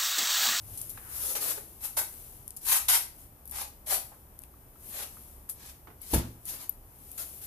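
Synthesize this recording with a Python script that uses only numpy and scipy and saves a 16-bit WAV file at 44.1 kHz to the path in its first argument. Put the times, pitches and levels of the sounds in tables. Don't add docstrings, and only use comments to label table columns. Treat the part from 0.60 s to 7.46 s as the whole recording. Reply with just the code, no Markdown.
import sys
import numpy as np
from scipy import signal
from scipy.fft import rfft, irfft, next_fast_len
from scipy.io import wavfile

SR = 44100
rng = np.random.default_rng(int(sys.argv[2]) if len(sys.argv) > 2 else 0)


def bounce(signal):
    frames = np.transpose(np.atleast_2d(signal))
    limited = np.clip(frames, -1, 1)
    pcm = np.round(limited * 32767).astype(np.int16)
    wavfile.write(sys.argv[1], SR, pcm)


N = 302526
T = np.arange(N) / SR


def undb(db):
    return 10 ** (np.asarray(db) / 20)


def unit(x):
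    return x / np.sqrt(np.mean(x ** 2))


def fade(age_s, t60_s):
    return (age_s >= 0) * undb(-60 * np.maximum(age_s, 0) / t60_s)


def bump(middle_s, half_s):
    return np.exp(-((T - middle_s) / half_s) ** 2)


def spectral(x, response):
    size = next_fast_len(x.shape[-1] + 4096)
    hz = np.maximum(np.fft.rfftfreq(size, 1 / SR), 1)
    return irfft(rfft(x, size) * response(hz), size)[..., :x.shape[-1]]


def colour(x, points):
    hz, db = np.transpose(points)
    return spectral(x, lambda f: undb(np.interp(np.log(f), np.log(hz), db)))


def resonance(f, hz, width_hz):
    return 1j * f * width_hz / (hz ** 2 - f ** 2 + 1j * f * width_hz)


def high_pass(f, hz):
    return -f ** 2 / (hz ** 2 - f ** 2 + 1j * f * hz)


def diffuse(size=N, spacing_s=0.00041):
    length = next_fast_len(size)
    likeness = 0.97 * np.sinc(2 * np.fft.rfftfreq(length, 1 / SR) * spacing_s)
    spectra = rfft(rng.standard_normal((2, length))) * np.sqrt([1 + likeness, 1 - likeness])
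    mid, side = irfft(spectra, length)[:, :size]
    return unit(np.array([mid + side, mid - side]))


def flicker(rate_hz, spread_db, size=N):
    steps = rng.standard_normal(size // 4)
    return unit(undb(spread_db * np.interp(T[:size] * rate_hz, np.arange(len(steps)), steps)))


def nearby(x, echo_db, longest_s=0.007, count=6):
    lags_s = rng.uniform(0, longest_s, (2, count, 1))
    signs = rng.choice([-1, 1], (2, count, 1))
    gain = undb(echo_db)
    comb = lambda f: 1 + gain * np.sum(signs * np.exp(-2j * np.pi * f * lags_s), axis=1)
    return spectral(x, comb) / np.sqrt(1 + count * gain ** 2)


# start in seconds, swell in seconds, hold in seconds, level in dB,
# sole resonance in Hz, its strength in dB, treble shelf in dB.
SOLE_SCUFFS = [ (0.487, 0.15, 0.087, -41.5, 467, 3, 17), (0.749, 0.0047, 0.0049, -29, 410, -1, 2.5),
               (0.799, 0.015, 0.1, -37, 533, 6.5, 11.5), (0.95, 0.012, 0.012, -52, 490, 18, 15),
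               (1.204, 0.043, 0.007, -44.5, 800, 8.5, 21.5), (1.364, 0.0083, 0.015, -31.5, 610, 11.5, 15),
               (2.004, 0.052, 0.0092, -48, 900, -12, 17), (2.049, 0.068, 0.04, -28, 910, 3, 11.5),
               (2.2805, 0.0032, 0.066, -22, 856, -8.5, 4.5), (2.914, 0.063, 0.045, -37.5, 680, 5.5, 5.5),
               (3.259, 0.05, 0.043, -32.5, 570, 5.5, 10.5), (4.296, 0.059, 0.073, -39.5, 636, 2.5, 2.5),
               (4.955, 0.11, 0.03, -44, 885, -14, -3.5), (5.398, 0.033, 0.043, -52, 1000, -15, 8),
               (5.476, 0.048, 0.013, -45, 950, -9, 17), (5.854, 0.036, 0.008, -41, 805, -8, 12.5),
               (5.915, 0.02, 0.026, -47, 750, 3.5, 1), (5.987, 0.017, 0.025, -46.5, 610, 7.5, 9),
               (6.575, 0.0036, 0.04, -42, 660, 1.5, 12.5), (6.808, 0.009, 0.053, -54, 1000, -7, 17), ]
# frequency in Hz, relative level in dB.
GRIT_SPECTRUM = [(100, 8), (500, 0), (1300, -1), (2000, 0), (2700, 0), (3800, 2), (5500, 2), (8000, 2),
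                 (11500, 2), (15000, -0.5)]
TOUCH_S, TOUCH_SHARE, LIFT_T60_S = 0.0039, 0.17, 0.13
OVERTONE_RATIO = 2.8


def soles(grain_db=2.0, slip_db=1.5, catch_db=5.5, shelf_hz=7500, edge_ratio=0.97, body_width_ratio=0.96,
          overtone_db=-9.5, overtone_width_ratio=0.5, pops_per_s=160, pop_db=14, echo_db=-7, ease=1.7):
    pops = undb(pop_db) * (rng.random(N) < pops_per_s / SR) * rng.standard_normal((2, N))
    grit = unit(colour(diffuse() + pops, GRIT_SPECTRUM))
    grit = grit * flicker(2500, grain_db) * flicker(70, slip_db)
    low_catches, high_catches = flicker(220, catch_db), flicker(130, catch_db)
    out = np.zeros((2, N))
    for start_s, swell_s, hold_s, level_db, sole_hz, body_db, treble_db in SOLE_SCUFFS:
        end_s = start_s + swell_s + hold_s + 2 * LIFT_T60_S
        span = slice(int(start_s * SR), int(end_s * SR))
        age_s = T[span] - start_s
        load = TOUCH_SHARE + (1 - TOUCH_SHARE) * np.clip(age_s / swell_s, 0, 1) ** ease
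        weight = np.clip(age_s / TOUCH_S, 0, 1) * load
        lift = fade(np.maximum(age_s - swell_s - hold_s, 0), LIFT_T60_S)
        rub = grit[:, span] * weight * lift
        edge_hz, overtone_hz = edge_ratio * sole_hz, OVERTONE_RATIO * sole_hz
        shelf = lambda f: undb(treble_db * f ** 2 / (f ** 2 + shelf_hz ** 2))
        body_ring = lambda f: high_pass(f, edge_hz) * resonance(f, sole_hz, body_width_ratio * sole_hz)
        overtone_ring = lambda f: resonance(f, overtone_hz, overtone_width_ratio * overtone_hz)
        hiss = spectral(rub, lambda f: high_pass(f, edge_hz) * shelf(f))
        body = spectral(rub * low_catches[span], body_ring)
        overtone = spectral(rub * high_catches[span], overtone_ring)
        scuff = undb(level_db) * (hiss + undb(body_db) * (body + undb(overtone_db) * overtone))
        travel = np.clip((age_s - swell_s / 2) / (swell_s + hold_s), 0, 1)
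        out[:, span] += nearby(scuff * (1 - travel), echo_db) + nearby(scuff * travel, echo_db)
    return out


# start in seconds, push in dB, contact time in seconds,
# gasket slap in dB.
DOOR_CONTACTS = [(5.531, -3, 0.0034, 1.5), (5.536, -1, 0.0013, 3.5), (5.546, 3, 0.0071, -4),
                 (5.56, 2.5, 0.00306, -4), (5.5763, 0.5, 0.009, -4.5)]
# frequency in Hz, level in dB, t60 in seconds.
CABINET_MODES = [(35, -40, .29), (67.5, -29, 0.26), (86.5, -24, 0.05), (111.6, -34.5, 0.56),
                 (164.7, -48, 0.66), (183, -50, .4), (232, -37, 0.3), (250.5, -36, 0.35), (277, -33, 0.14),
                 (319, -30.5, 0.12), (335.7, -22.5, 0.3), (470, -24, 0.08), (667, -33, 0.17),
                 (840, -16, 0.037), (904, -25.5, 0.21)]
# frequency in Hz, relative level in dB.
LINER_SPECTRUM = [(60, -3), (150, -0.5), (270, 0.5), (430, -8.5), (600, -14.5), (880, -14.5), (1250, -17.5),
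                  (3000, -21.5), (8000, -25), (15000, -41)]
# frequency in Hz, relative level in dB.
GASKET_SPECTRUM = [(300, 9), (1500, -2.5), (3000, -2.5), (5500, -3.5), (8000, -3.5), (10500, 0.5),
                   (15000, 1)]


def door(liner_db=-34.0, liner_t60_s=0.33, slap_db=-22, slap_t60_s=0.089, rattle_db=3):
    t, first = T[:SR], int(DOOR_CONTACTS[0][0] * SR)
    ring = sum(undb(db) * np.sin(2 * np.pi * hz * t) * fade(t, t60_s) for hz, db, t60_s in CABINET_MODES)
    force, shudder_power, slap_power = np.zeros((3, SR))
    for start_s, push_db, contact_s, gasket_db in DOOR_CONTACTS:
        age_s = t + first / SR - start_s
        squeeze = np.clip(age_s / contact_s, 0, 1)
        push = np.sin(np.pi * squeeze) ** 2
        force += undb(push_db) * push / push.sum()
        shudder_power += (undb(push_db) * squeeze * fade(age_s, liner_t60_s)) ** 2
        slap_power += (undb(gasket_db) * squeeze * fade(age_s, slap_t60_s)) ** 2
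    boom = signal.fftconvolve(force, ring)[:SR]
    liner = undb(liner_db) * np.sqrt(shudder_power) * unit(colour(diffuse(size=SR), LINER_SPECTRUM))
    gasket = undb(slap_db) * np.sqrt(slap_power) * unit(colour(diffuse(size=SR), GASKET_SPECTRUM))
    gasket = gasket * flicker(855, rattle_db, size=SR)
    return np.pad(boom + liner + nearby(gasket, echo_db=-9.5), ((0, 0), (first, N - first - SR)))


def gasket_brush(middle_s=5.522, half_s=0.015, level_db=-42, stick_db=3):
    rub = unit(colour(diffuse(), GASKET_SPECTRUM)) * flicker(600, stick_db)
    return undb(level_db) * rub * bump(middle_s, half_s)


# middle in seconds, half length to 1/e in seconds, level in dB.
CLOTH_SWISHES = [(0.179, 0.15, -44.5), (0.726, 0.36, -44.5), (1.542, 0.3, -48), (2.607, 0.06, -52),
                 (3.442, 0.15, -56), (4.309, 0.097, -46), (4.547, 0.24, -51), (5.917, 0.065, -43.5),
                 (6.69, 0.28, -46.5)]
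# frequency in Hz, relative level in dB.
CLOTH_SPECTRUM = [(200, -4.5), (1500, -17.5), (2800, -14), (4500, -15), (8000, -8.5), (11000, -4),
                  (15000, -3.5)]


def clothes(fibre_db=2.5):
    speed = sum(undb(db) * bump(middle_s, half_s) for middle_s, half_s, db in CLOTH_SWISHES)
    return unit(colour(diffuse(), CLOTH_SPECTRUM)) * speed * flicker(1800, fibre_db)


# start in seconds, snap in dB, crackle in dB, pitch in Hz.
HANDLING_CLICKS = [(.175, -40, -38, 10000), (0.215, -30, -45, 9600), (.2948, -41, -39.5, 12400),
                   (0.302, -36.5, -52, 9400), (1.8788, -32.5, -51, 10200), (1.906, -33.5, -62, 9200),
                   (1.965, -39, -50, 11000), (1.969, -37, -49, 8600), (1.973, -37, -68, 9600),
                   (2.456, -52, -67, 12000), (2.8552, -41, -51, 12400), (2.876, -44, -50, 11500),
                   (2.896, -43, -53, 11000), (2.911, -43, -42, 11700), (3.7905, -36, -63, 11300),
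                   (3.819, -44, -70, 9600), (3.8365, -40, -66, 11600), (4.891, -54, -41, 10200),
                   (4.896, -34, -37.5, 11200), (5.416, -47, -45, 11800), (5.854, -46, -42, 10100),
                   (6.0945, -31.5, -45.5, 13000), (6.125, -49, -65, 12000), (6.516, -37, -51, 12000)]
CLICK_WIDTH_HZ, CLICK_EDGE_HZ = 3400, 2440
SNAP_RISE_S, SNAP_T60_S, CRACKLE_T60_S = 0.0002, 0.0069, 0.13


def clicks(crackle_spread_db=0.5, left_over_right_db=4):
    slips = diffuse() * flicker(3000, crackle_spread_db)
    pan = undb(np.array([[left_over_right_db], [-left_over_right_db]]) / 2)
    out = np.zeros((2, N))
    for start_s, snap_db, crackle_db, hz in HANDLING_CLICKS:
        first = int(start_s * SR)
        span = slice(first, first + 8192)
        age_s = T[span] - T[first]
        bright = lambda f: resonance(f, hz, CLICK_WIDTH_HZ) * high_pass(f, CLICK_EDGE_HZ)
        tone = unit(spectral(slips[:, span], bright))
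        rise = np.clip(age_s / SNAP_RISE_S, 0, 1)
        burst = rise * fade(np.abs(age_s - SNAP_RISE_S), SNAP_T60_S)
        snap = np.array([unit(port * burst) for port in tone]) * np.sqrt(np.mean(burst ** 2))
        crackle = tone * rise * fade(age_s, CRACKLE_T60_S)
        out[:, span] += pan * undb(snap_db) * snap + undb(crackle_db) * crackle
    return out


def ping(start_s=6.0941, level_db=-19, port_hz=12080, ring_t60_s=0.014, rise_s=0.0006, right_db=-9):
    age_s = T - start_s
    envelope = np.clip(age_s / rise_s, 0, 1) * fade(np.abs(age_s - rise_s), ring_t60_s)
    ring = np.sin(2 * np.pi * port_hz * age_s) * envelope
    return undb(level_db) * np.array([ring, undb(right_db) * ring])


# start in seconds, level in dB, pitch in Hz,
# pitched knock's strength in dB.
LIGHT_TAPS = [(0.375, -42, 1640, 2), (0.376, -44, 1090, 2), (3.519, -47, 840, 2), (3.837, -53.5, 2607, 4),
              (3.94, -63.5, 1140, 12.5), (4.158, -59, 1310, 8), (4.57, -52.5, 1250, 7),
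              (4.888, -47, 1320, -14), (5.272, -43, 1180, -2), (5.278, -49, 322, -3),
              (5.302, -48, 1120, -5)]
RATTLE_CYCLES, RATTLE_WIDTH_RATIO = 145, 1.2


def taps(right_over_left_db=3, knock_cycles=24, rattle_db=-5):
    out = np.zeros((2, N))
    size = SR // 2
    t = T[:size]
    for start_s, level_db, hz, knock_db in LIGHT_TAPS:
        first = int(start_s * SR)
        knock = np.sin(2 * np.pi * hz * t) * fade(t, knock_cycles / hz)
        band = lambda f: resonance(f, hz, RATTLE_WIDTH_RATIO * hz) ** 2
        rattle = unit(spectral(diffuse(size=size), band)) * fade(t, RATTLE_CYCLES / hz)
        out[:, first:first + size] += undb(level_db) * (undb(knock_db) * knock + undb(rattle_db) * rattle)
    return out * undb(np.array([[-right_over_left_db], [right_over_left_db]]) / 2)


def finger(middle_s=0.54, half_s=0.17, level_db=-54, case_hz=1400, case_width_hz=1100):
    rub = unit(spectral(diffuse(), lambda f: resonance(f, case_hz, case_width_hz) ** 2))
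    return undb(level_db) * rub * bump(middle_s, half_s)


def garage(x, wet_db, t60_s=0.29, first_echo_s=0.0071):
    tail = diffuse(size=SR // 2) * fade(T[:SR // 2] - first_echo_s, t60_s)
    tail /= np.sqrt(np.sum(tail ** 2) / 2)
    return x + undb(wet_db) * signal.oaconvolve(x, tail, axes=1)[:, :N]


# frequency in Hz, relative level in dB.
AIR_SPECTRUM = [(15, -7.5), (35, 5.5), (48, -6.5), (64, 3.5), (85, -5.5), (110, -2.5), (160, -11.5),
                (300, -13), (500, -17.5), (850, -17.5), (1500, -25.5), (4000, -36), (15000, -31.5)]


def background(air_db=-53.0, drone_db=-60, drone_hz=65, drone_width_hz=6,
               grip_db=-49, grip_hz=98, grip_width_hz=26, grip_t60_s=3.1):
    air = unit(colour(diffuse(), AIR_SPECTRUM)) * flicker(2.15, 0.45)
    rumble = diffuse()
    drone = unit(spectral(rumble, lambda f: resonance(f, drone_hz, drone_width_hz) ** 2))
    grip = unit(spectral(rumble, lambda f: resonance(f, grip_hz, grip_width_hz) ** 2))
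    grip = grip * fade(T, grip_t60_s)
    return undb(air_db) * air + undb(drone_db) * drone + undb(grip_db) * grip


def scene():
    person = garage(soles() + clothes(), wet_db=-5.5, t60_s=0.33)
    shutting = garage(door() + gasket_brush(), wet_db=-18, t60_s=0.63)
    handling = garage(clicks() + taps() + finger(), wet_db=-12.0) + ping()
    return person + shutting + handling + background()


# frequency in Hz, gain in dB.
LEFT_PORT_RESPONSE = [(100, -1.5), (8000, -.5), (10000, 3), (11700, 10), (12800, 5), (14000, 3),
                      (15200, -3)]
RIGHT_PORT_RESPONSE = [(100, -1), (8000, -2), (10400, 4), (11700, -1), (12800, -8), (14000, -9),
                       (15200, -11)]
# frequency in Hz, relative level in dB.
HISS_SPECTRUM = [(100, -13), (4000, -27.5), (8000, -17), (11000, -2.5), (13500, -2.5), (15000, -8.5)]
TOP_HZ = 15150


def record(dry, hiss_db=-61, whine_db=-59, whine_hz=11999, whine_right_db=-15, low_cut_hz=28):
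    thin = signal.sosfilt(signal.butter(2, low_cut_hz, "high", fs=SR, output="sos"), dry)
    heard = np.array([colour(thin[0], LEFT_PORT_RESPONSE), colour(thin[1], RIGHT_PORT_RESPONSE)])
    hiss = undb(hiss_db) * unit(colour(rng.standard_normal((2, N)), HISS_SPECTRUM))
    whine = undb(whine_db) * np.sin(2 * np.pi * whine_hz * T) * flicker(40, 0.49)
    electronics = hiss + np.array([whine, undb(whine_right_db) * whine])
    top_cut = signal.ellip(10, 0.2, 70, TOP_HZ, fs=SR, output="sos")
    return signal.sosfilt(top_cut, heard + electronics)


dry = scene()
out = record(dry)
bounce(out)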